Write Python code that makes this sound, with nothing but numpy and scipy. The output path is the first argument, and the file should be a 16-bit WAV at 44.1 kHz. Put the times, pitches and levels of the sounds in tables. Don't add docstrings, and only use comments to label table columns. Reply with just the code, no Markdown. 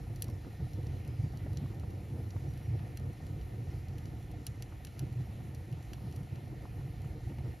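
import sys
import numpy as np
from scipy import signal
from scipy.fft import rfft, irfft
from scipy.io import wavfile
from scipy.ndimage import uniform_filter1d

SR = 44100
rng = np.random.default_rng(int(sys.argv[2]) if len(sys.argv) > 2 else 0)


def master_out(mix):
    frames = np.transpose(np.atleast_2d(mix))
    ceiling = np.clip(frames, -1, 1)
    pcm = np.round(ceiling * 32767).astype(np.int16)
    wavfile.write(sys.argv[1], SR, pcm)


def rack_gain(trim_db):
    fader = np.asarray(trim_db, float)
    return 10 ** (fader / 20)


N = 335160
TIME = np.arange(N) / SR

# (frequency [Hz], gain [dB])
CRACK_SPECTRUM = [(2600, -14), (3400, -3), (4500, 0), (5400, 1.5), (6500, -1), (7400, -5), (8500, -37),
                  (9500, -38)]
# (frequency [Hz], gain [dB])
CRACK_TREBLE = [(7000, -20), (8300, -3.5), (9500, 7), (10500, 2), (11800, 3), (13200, -1), (14500, -3),
                (16000, -14), (16500, -48)]


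def gain_at(table, hz):
    points_hz, points_db = np.array(table)[:, 0], np.array(table)[:, 1]
    return rack_gain(np.interp(np.log(hz + 1), np.log(points_hz), points_db, -150, -150))


def unit(x):
    return x / np.sqrt(np.mean(x ** 2))


def colour(x, table):
    hz = np.fft.rfftfreq(len(x), 1 / SR)
    return irfft(rfft(x) * gain_at(table, hz), len(x))


def ring(x, hz, width_hz):
    return signal.lfilter(*signal.iirpeak(hz, hz / width_hz, SR), x)


def walk(rate):
    hold = int(SR / rate)
    steps = np.repeat(rng.standard_normal(N // hold + 1), hold)
    slewed = uniform_filter1d(uniform_filter1d(steps, hold), hold)
    return unit(slewed[:N])


def licking(table, shared_db, own_db, rate):
    hz = np.fft.rfftfreq(N, 1 / SR) + 1
    noise = rfft(colour(rng.standard_normal(N), table))
    shared = shared_db * walk(rate)
    out = 0
    for centre in 2 ** np.arange(np.log2(table[0][0]), np.log2(table[-1][0]) + .5, .5):
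        share = np.clip(1 - 2 * np.abs(np.log2(hz / centre)), 0, 1)
        out = out + irfft(noise * share, N) * rack_gain(shared + own_db * walk(rate))
    return unit(out)


def add(track, s, burst):
    i = int(s * SR)
    track[i:i + len(burst)] += burst[:N - i]


def even(x, span_s, power):
    return unit(x / uniform_filter1d(x ** 2, int(span_s * SR)) ** power)


def swells(base_db, rows):
    power = rack_gain(2 * base_db)
    for s, db, length_s in rows:
        bell = np.exp(-(2 * (TIME[::32] - s) / length_s) ** 2)
        power = np.maximum(power, rack_gain(2 * db) * bell)
    return np.interp(TIME, TIME[::32], 10 * np.log10(uniform_filter1d(power, size=15)))


def firebox(x, modes, ripple_db):
    hz = np.fft.rfftfreq(N, 1 / SR)
    lift_db = sum(db / (1 + (2 * (hz - f) / w) ** 2) for f, w, db in modes)
    small = np.interp(hz, np.arange(900) * 20., rng.standard_normal(900)) * np.clip(hz / 900, 0, 1)
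    return irfft(rfft(x) * rack_gain(lift_db + ripple_db * small), N)


def burning_levels():
    # (time [s], level [dB])
    vigour = [(0, -43), (.4, -43), (1.2, -40.5), (1.7, -43.5), (2.1, -43), (2.8, -43), (3.5, -42.5),
              (3.9, -43.5), (4.3, -42.5), (4.5, -46), (4.95, -45.5), (5.15, -47.5), (5.5, -44.5),
              (5.9, -44.5), (6.4, -44), (7, -40.5), (7.5, -41), (7.6, -53)]
    # (time [s], peak level [dB], length [s])
    surges = [(0.113, -38.5, 0.034), (0.3, -38.5, 0.03), (0.343, -38, 0.037), (0.635, -32.5, 0.048),
              (0.79, -38.5, 0.119), (0.943, -31, 0.013), (1.2, -33.5, 0.03), (1.249, -33.5, 0.048),
              (1.359, -40, 0.025), (1.427, -39, 0.05), (1.516, -31.5, 0.019), (1.584, -38.5, 0.23),
              (1.63, -39, 0.134), (1.839, -37, 0.019), (2.02, -40, 0.071), (2.369, -35.5, 0.027),
              (2.468, -37, 0.082), (2.725, -33, 0.098), (2.822, -39.5, 0.1), (3.065, -36, 0.046),
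              (3.323, -37.5, 0.048), (3.74, -40.5, 0.18), (4.5, -39.5, 0.056), (5.031, -36.5, 0.084),
              (5.12, -38.5, 0.14), (5.203, -35, 0.055), (5.596, -43.5, 0.063), (5.746, -36.5, 0.067),
              (6.071, -37.5, 0.073), (6.336, -38, 0.049), (6.867, -39, 0.072), (7.06, -37.5, 0.048),
              (7.264, -39, 0.058), (7.391, -37, 0.022)]
    # (time [s], peak level [dB])
    gulps = [(0.367, -53), (0.678, -50), (0.893, -39.5), (1.203, -45.5), (1.432, -42), (1.843, -41),
             (2.334, -46), (2.717, -54), (3.058, -41), (3.432, -36.5), (3.69, -48), (3.89, -43),
             (4.515, -51), (5.032, -49), (5.611, -40), (5.744, -50), (5.962, -46), (6.636, -47.0),
             (6.806, -43), (6.91, -47), (7.081, -44), (7.394, -41)]
    # (time [s], peak level [dB])
    licks = [(0.294, -49), (0.469, -44.5), (0.614, -51), (0.787, -48.5), (1.189, -56), (1.256, -49),
             (1.359, -50), (1.465, -47), (1.634, -45.5), (1.712, -49), (1.841, -52), (2.227, -53),
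             (2.357, -51.5), (2.457, -49.5), (2.751, -48.5), (3.105, -49.5), (3.737, -52.5), (4.403, -48),
             (5.032, -49.5), (5.401, -53), (5.921, -48), (6.525, -49), (7.163, -47), (7.309, -47),
             (0.25, -50.5), (3.33, -54), (3.546, -52), (4.133, -55), (4.676, -53), (5.696, -50.5),
             (6.64, -48), (7.386, -53)]
    gulp_s, lick_s = 0.05, 0.034
    vigour_db = np.interp(TIME[::32], *np.transpose(vigour))
    puffing = walk(22.025)[::32]
    change_db = vigour_db - vigour_db.mean()

    draught_base_db = -50.5 + 0.53 * change_db + 2.5 * walk(11.0)[::32]
    draught_db = swells(draught_base_db, [(s, db, gulp_s) for s, db in gulps])
    flutter_base_db = -54.5 + 0.21 * change_db + 1.63 * puffing
    flutter_db = swells(flutter_base_db, [(s, db + 1.0, lick_s) for s, db in licks])
    rumble_db = swells(vigour_db - 2.5 + 2.8 * puffing, surges) + 0.4
    flutter_db = flutter_db + 0.34 * (rumble_db - rumble_db.mean())
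    roar_db = -70.5 + 0.21 * (flutter_db - flutter_db.mean())
    return draught_db, rumble_db, flutter_db, roar_db


def flame():
    # (frequency [Hz], level [dB per Hz])
    rumble_spectrum = [(12, -65), (28, -18), (45, -4.5), (103, 1.5), (138, -0.5), (190, -18.5), (250, -50),
                       (420, -120)]
    flutter_spectrum = [(110, -21.5), (190, 3), (236, -2), (296, 2), (410, -9.5), (469, -9), (650, -18),
                        (731, -16.5), (860, -23.5), (1090, -28.5), (1240, -28.5), (1550, -32),
                        (1650, -39.5), (2140, -42.5), (3630, -120)]
    hiss_spectrum = [(900, -28), (1300, -6.5), (1600, -8), (1750, -1.5), (1900, 1.5), (2400, -2),
                     (2900, -5), (3600, -8), (4200, -9), (5500, -11.5), (7000, -12.5), (9200, -7.5),
                     (10500, -13), (12000, -11), (13200, -14), (15700, -13), (16300, -49)]
    wall_spectrum = [(24, -40), (40, -7), (96, -7.5), (130, 1), (220, -12.5), (297, -11), (390, -13),
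                     (594, -12), (646, -8.5), (703, -12), (905, -13), (1090, -22.5), (1310, -23),
                     (1780, -17.5), (2250, -31.5), (2920, -66), (4950, -120)]
    # (frequency [Hz], width [Hz], lift [dB])
    box_modes = [(214.5, 12, 1.5), (339.2, 9.7, 3.5), (473.4, 23, 3.5), (915, 41, 5.5), (1226, 13, 6),
                 (1828, 16, 6), (1840, 14, 0.5), (2290, 440, 0), (2880, 32, -0.5), (4150, 120, 5),
                 (5410, 200, 1)]
    hiss_level_db, wall_level_db = -64, -61
    draught_db, rumble_db, flutter_db, roar_db = burning_levels()

    low = colour(rng.standard_normal(N), rumble_spectrum)
    draught = signal.sosfiltfilt(signal.butter(3, 80, fs=SR, output="sos"), low)
    rumble = even(low - draught, 0.052, 0.25) * rack_gain(rumble_db)
    low = even(draught, 0.089, 0.14) * rack_gain(draught_db) + rumble

    flutter = licking(flutter_spectrum, shared_db=1.0, own_db=1.32, rate=48.)
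    roar = signal.sosfiltfilt(signal.butter(2, 650, "high", fs=SR, output="sos"), flutter)
    flutter = even(flutter - roar, 0.052, 0.41) * rack_gain(flutter_db - 0.35)
    flutter = flutter + even(roar, 0.24, 0.35) * rack_gain(roar_db + 4.5)

    hiss = licking(hiss_spectrum, shared_db=0.5, own_db=1.3, rate=16.) * rack_gain(hiss_level_db)
    walls = licking(wall_spectrum, shared_db=1.5, own_db=2.5, rate=15.0)
    walls = walls * rack_gain(wall_level_db + 0.5 * (flutter_db - flutter_db.mean()))
    scattered = unit(colour(rng.standard_normal(N), hiss_spectrum[8:])) * rack_gain(hiss_level_db - 22.5)
    fire = low + firebox(flutter + hiss, box_modes, ripple_db=1.48)
    return fire, firebox(walls + scattered, [(1757, 32, 4.2)], ripple_db=1.5)


def lens_drive():
    frame_hz, start_s = 29.98, .0005
    frames = np.arange(int(N / SR * frame_hz))
    at = ((start_s + frames / frame_hz) * SR).astype(int)
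    chance = rng.standard_normal((len(at), 2))
    jittered = np.clip(at + (7.5 * chance[:, 0]).astype(int), 0, N - 1)
    kicks = np.zeros(N)
    kicks[jittered] = rack_gain(2.4 * chance[:, 1] - 7.3 * (frames % 2))
    return unit(ring(ring(kicks, 719.0, 90.), 745.0, 110.)) * rack_gain(-67.5)


def fizz():
    ticks = (rng.random(N) < 45. / SR) * rack_gain(4.5 * rng.exponential(size=N).clip(0, 3))
    decay = np.exp(-1 / (0.0027 * SR))
    bursts = signal.lfilter([1], [1, -decay], ticks) * rng.standard_normal(N)
    return (colour(bursts, CRACK_SPECTRUM) + rack_gain(-8) * colour(bursts, CRACK_TREBLE)) * rack_gain(-74.0)


def rupture(noise, shape, table):
    cells = rfft(np.roll(noise * shape, 128))
    cells = cells / uniform_filter1d(np.abs(cells) ** 2, size=25) ** .5
    return unit(colour(irfft(cells), table))


def crackles():
    # (time [s], snap level [dB], knock level [dB], treble level [dB])
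    loud_cells = [(.1585, -57, -72, -57), (.2209, -42, -51, -35), (.2414, -55, -60, -51),
                  (.2818, -60, -68, -65), (.7327, -59, -70, -62), (.8669, -58, -71, -65),
                  (1.0755, -62, -79, -59), (1.3718, -58, -68, -63), (1.5708, -48, -60, -60),
                  (2.3047, -55, -79, -69), (2.5745, -63, -63, -61), (2.9716, -51.5, -53, -51),
                  (3.266, -63, -64, -63), (3.4116, -64, -61, -72), (3.9814, -60, -57.5, -59),
                  (4.0552, -58.5, -60, -67), (4.3136, -66, -79, -61), (4.4657, -43, -51, -41),
                  (4.6224, -48, -54, -50), (4.8479, -50.5, -54, -49.5), (4.8683, -57, -54, -62),
                  (4.9921, -49, -57, -50.5), (5.5468, -56.5, -64, -58.5), (5.7249, -63, -57.5, -61),
                  (5.9324, -51, -51, -56), (6.1235, -60, -62, -67), (6.1604, -57, -65, -56),
                  (6.3565, -62, -60, -64), (7.0174, -64, -76, -63), (7.3836, -68, -60, -70)]
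    # (time [s], snap level [dB])
    faint_cells = [(0.298, -62), (.8295, -67), (1.0485, -67), (1.3219, -69), (1.5309, -63), (1.7444, -67),
                   (1.796, -63), (1.9046, -64), (2.536, -66), (2.7894, -76), (2.9966, -65), (3.1303, -66),
                   (3.1727, -71), (3.883, -63), (4.2256, -66), (4.78, -73), (5.125, -66), (5.7129, -68),
                   (5.8263, -64), (6.112, -66), (6.2307, -66), (6.3131, -73)]
    # (frequency [Hz], gain [dB])
    knock_spectrum = [(1000, -26), (1400, -10), (1800, -3), (2400, 0), (3000, -2), (3800, -3), (4800, -18)]
    # (share, fade [s])
    tails = [
        (1.1, .006),
        (.85, .0055),
        (.55, .0045),
    ]
    spikes = (4., 3.5, 7.)
    # (delay [s], body level [dB], treble level [dB])
    echoes = [
        (.00135, -5, -9),
        (.0024, -10, -14),
    ]
    out, t = np.zeros((2, N)), np.arange(4096) / SR
    edge = (1 - np.exp(-t / 0.00012)) * np.exp(-t / 0.0008)
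    cells = list(loud_cells) + [(s, db, db - 4, db) for s, db in faint_cells]
    noises = rng.standard_normal((len(cells), 2, 4, 4096))
    for (s, snap_db, knock_db, treble_db), noise in zip(cells, noises):
        tail = 0.4 * rack_gain(-.15 * (max(snap_db, treble_db) + 39))
        for track, (ragged, *hisses), share in zip(out, noise, (1, .2)):
            ragged = rack_gain(2.5 * uniform_filter1d(np.repeat(ragged, 32)[:4096], 24))
            shapes = [edge + lift * tail * ragged * np.exp(-t / fade_s) for lift, fade_s in tails]
            hisses = [h + spike * (np.arange(4096) == 8) for h, spike in zip(hisses, spikes)]
            spectra = (knock_spectrum, CRACK_SPECTRUM, CRACK_TREBLE)
            knock, snap, treble = map(rupture, hisses, shapes, spectra)
            body = share * rack_gain(-16.0) * (knock * rack_gain(knock_db) + snap * rack_gain(snap_db))
            treble = share * rack_gain(-13.0) * treble * rack_gain(treble_db)
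            for delay_s, echo_body_db, echo_treble_db in [(0.00066, 0, 0)] + list(echoes):
                arrival = body * rack_gain(echo_body_db) + treble * rack_gain(echo_treble_db)
                add(track, s + .0006 - 128 / SR + delay_s, arrival)
    return out


def whistles():
    # (time [s], length [s], first pitch [Hz], last pitch [Hz], level [dB])
    jets = [
        (.255, .105, 5680, 5150, -68),
        (1.075, .25, 5100, 4520, -69.5),
        (2.465, .065, 5900, 5700, -68),
        (2.62, .06, 5800, 5600, -70),
    ]
    fade_s = 0.012
    waver = 1 + .004 * walk(150.) + .004 * walk(20.)
    sputter = rack_gain(1.6 * walk(60.))
    out = 0
    for s, length_s, first_hz, last_hz, db in jets:
        pitch_hz = np.interp(TIME, (s, s + length_s), (first_hz, last_hz)) * waver
        phase = 2 * np.pi * np.cumsum(pitch_hz) / SR
        fade = np.clip(np.minimum(TIME - s, s + length_s - TIME) / fade_s, 0, 1)
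        out = out + np.sin(phase) * rack_gain(db) * fade
    return out * sputter * rack_gain(-4.5)


def puffs():
    # (time [s], peak level [dB], colour [Hz])
    pockets = [(0.2883, -55.5, 1080), (0.447, -57, 1360), (1.337, -58, 740), (1.464, -49.5, 557),
               (1.642, -57, 650), (3.206, -60, 800), (6.636, -62, 600), (2.79, -60, 3000),
               (2.793, -56, 2300), (2.818, -62, 2400), (3.39, -62, 2400), (1.6597, -55, 1050),
               (1.834, -55, 1180), (2.0064, -64, 900), (2.3623, -51, 880), (4.7237, -56, 1310),
               (5.9322, -57, 1310), (5.982, -59, 1010), (6.515, -63, 1050), (6.654, -50.5, 905),
               (6.8106, -58.5, 1100), (7.0458, -59, 1250), (7.3844, -54, 800)]
    out, t = np.zeros(N), np.arange(2048) / SR
    for (s, db, hz), noise in zip(pockets, rng.standard_normal((len(pockets), 2048))):
        thud = np.sin(2 * np.pi * hz * t) * t * np.exp(-t * hz / .75)
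        breath = unit(ring(ring(noise, 0.65 * hz, hz), 0.65 * hz, hz))
        breath = breath * (t / 0.0032) * np.exp(1 - t / 0.0031)
        add(out, s, (thud / np.abs(thud).max() + 0.31 * breath) * rack_gain(db + 6.5))
    return out


def ports(mid, side):
    # (frequency [Hz], phase [turns])
    port_lead = [(2000, .01), (5000, .03), (6300, .1), (7300, .21), (8250, .5), (10000, .75), (11500, 1),
                 (13000, 1.22), (14750, 1.5), (16500, 1.7)]
    half = np.pi * np.interp(np.fft.rfftfreq(N, 1 / SR), *np.transpose(port_lead), left=0)
    total = irfft(rfft(mid) * np.cos(half), N)
    difference = irfft(rfft(mid) * -1j * np.sin(half), N)
    return np.array([total, difference + side])


def drop_bands(x, gaps):
    sharp_s = [.16, .225, .245, .735, 2.575, 2.973, 3.131, 4.316, 4.468, 4.624, 4.85, 4.994, 5.55, 5.935,
               6.162]
    hz, s, cells = signal.stft(x, SR, nperseg=512)
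    calm = np.abs(s[:, None] - np.array(sharp_s)).min(axis=1) > .005
    for lo, hi, spared in gaps:
        dropped = np.repeat(rng.random(len(s) // 5 + 1) > spared, 5)[:len(s)]
        cells[(hz > lo) & (hz <= hi)] *= ~(dropped & calm)
    return signal.istft(cells, SR, nperseg=512)[1][:N]


def scene():
    # (frequency [Hz], gain [dB])
    sideways = [(1000, 1), (5800, -9), (7000, -6), (16500, -21)]
    fire, walls = flame()
    tick = lens_drive()
    cracks, scattered = crackles()
    front = fire + tick + fizz() + cracks + whistles() + puffs()
    shade = 0.061 * signal.sosfilt(signal.butter(1, 260., fs=SR, output="sos"), fire)
    mid, side = ports(front, walls + colour(scattered, sideways) + 0.11 * tick - shade)
    fill = [(6000, -54), (8000, 7.5), (11500, 9.5), (13000, -3), (14700, 2), (16500, -6)]
    mid = mid + 0.95 * colour(scattered, fill)
    return np.array([mid + side, mid - side])


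def low_pass(x):
    return signal.sosfilt(signal.butter(12, 16510, fs=SR, output="sos"), x)


def record(dry):
    # (low edge [Hz], high edge [Hz], spared share of blocks)
    mid_gaps = [(7550, 7750, .1), (7750, 8450, .02), (8450, 8750, .3), (8750, 9050, .75),
                (13450, 13850, .85), (13850, 14500, .3), (14500, 15550, 0), (15550, 15850, .02),
                (15850, 30000, 0)]
    side_gaps = [(2050, 2300, .5), (2300, 2600, .05), (2600, 6200, 0), (6200, 6500, .7), (6500, 6900, .9),
                 (10400, 11100, .07), (11100, 12300, 0), (12300, 12900, .75), (15850, 30000, 0)]
    dry = signal.sosfilt(signal.butter(3, 36., "high", fs=SR, output="sos"), dry)
    dry = signal.sosfilt(signal.ellip(8, .2, 60, 16300, fs=SR, output="sos"), dry)
    mid = drop_bands((dry[0] + dry[1]) / 2, mid_gaps)
    side = drop_bands((dry[0] - dry[1]) / 2, side_gaps)
    return low_pass(np.array([mid + side, mid - side]))


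dry = scene()
out = record(dry)
master_out(out)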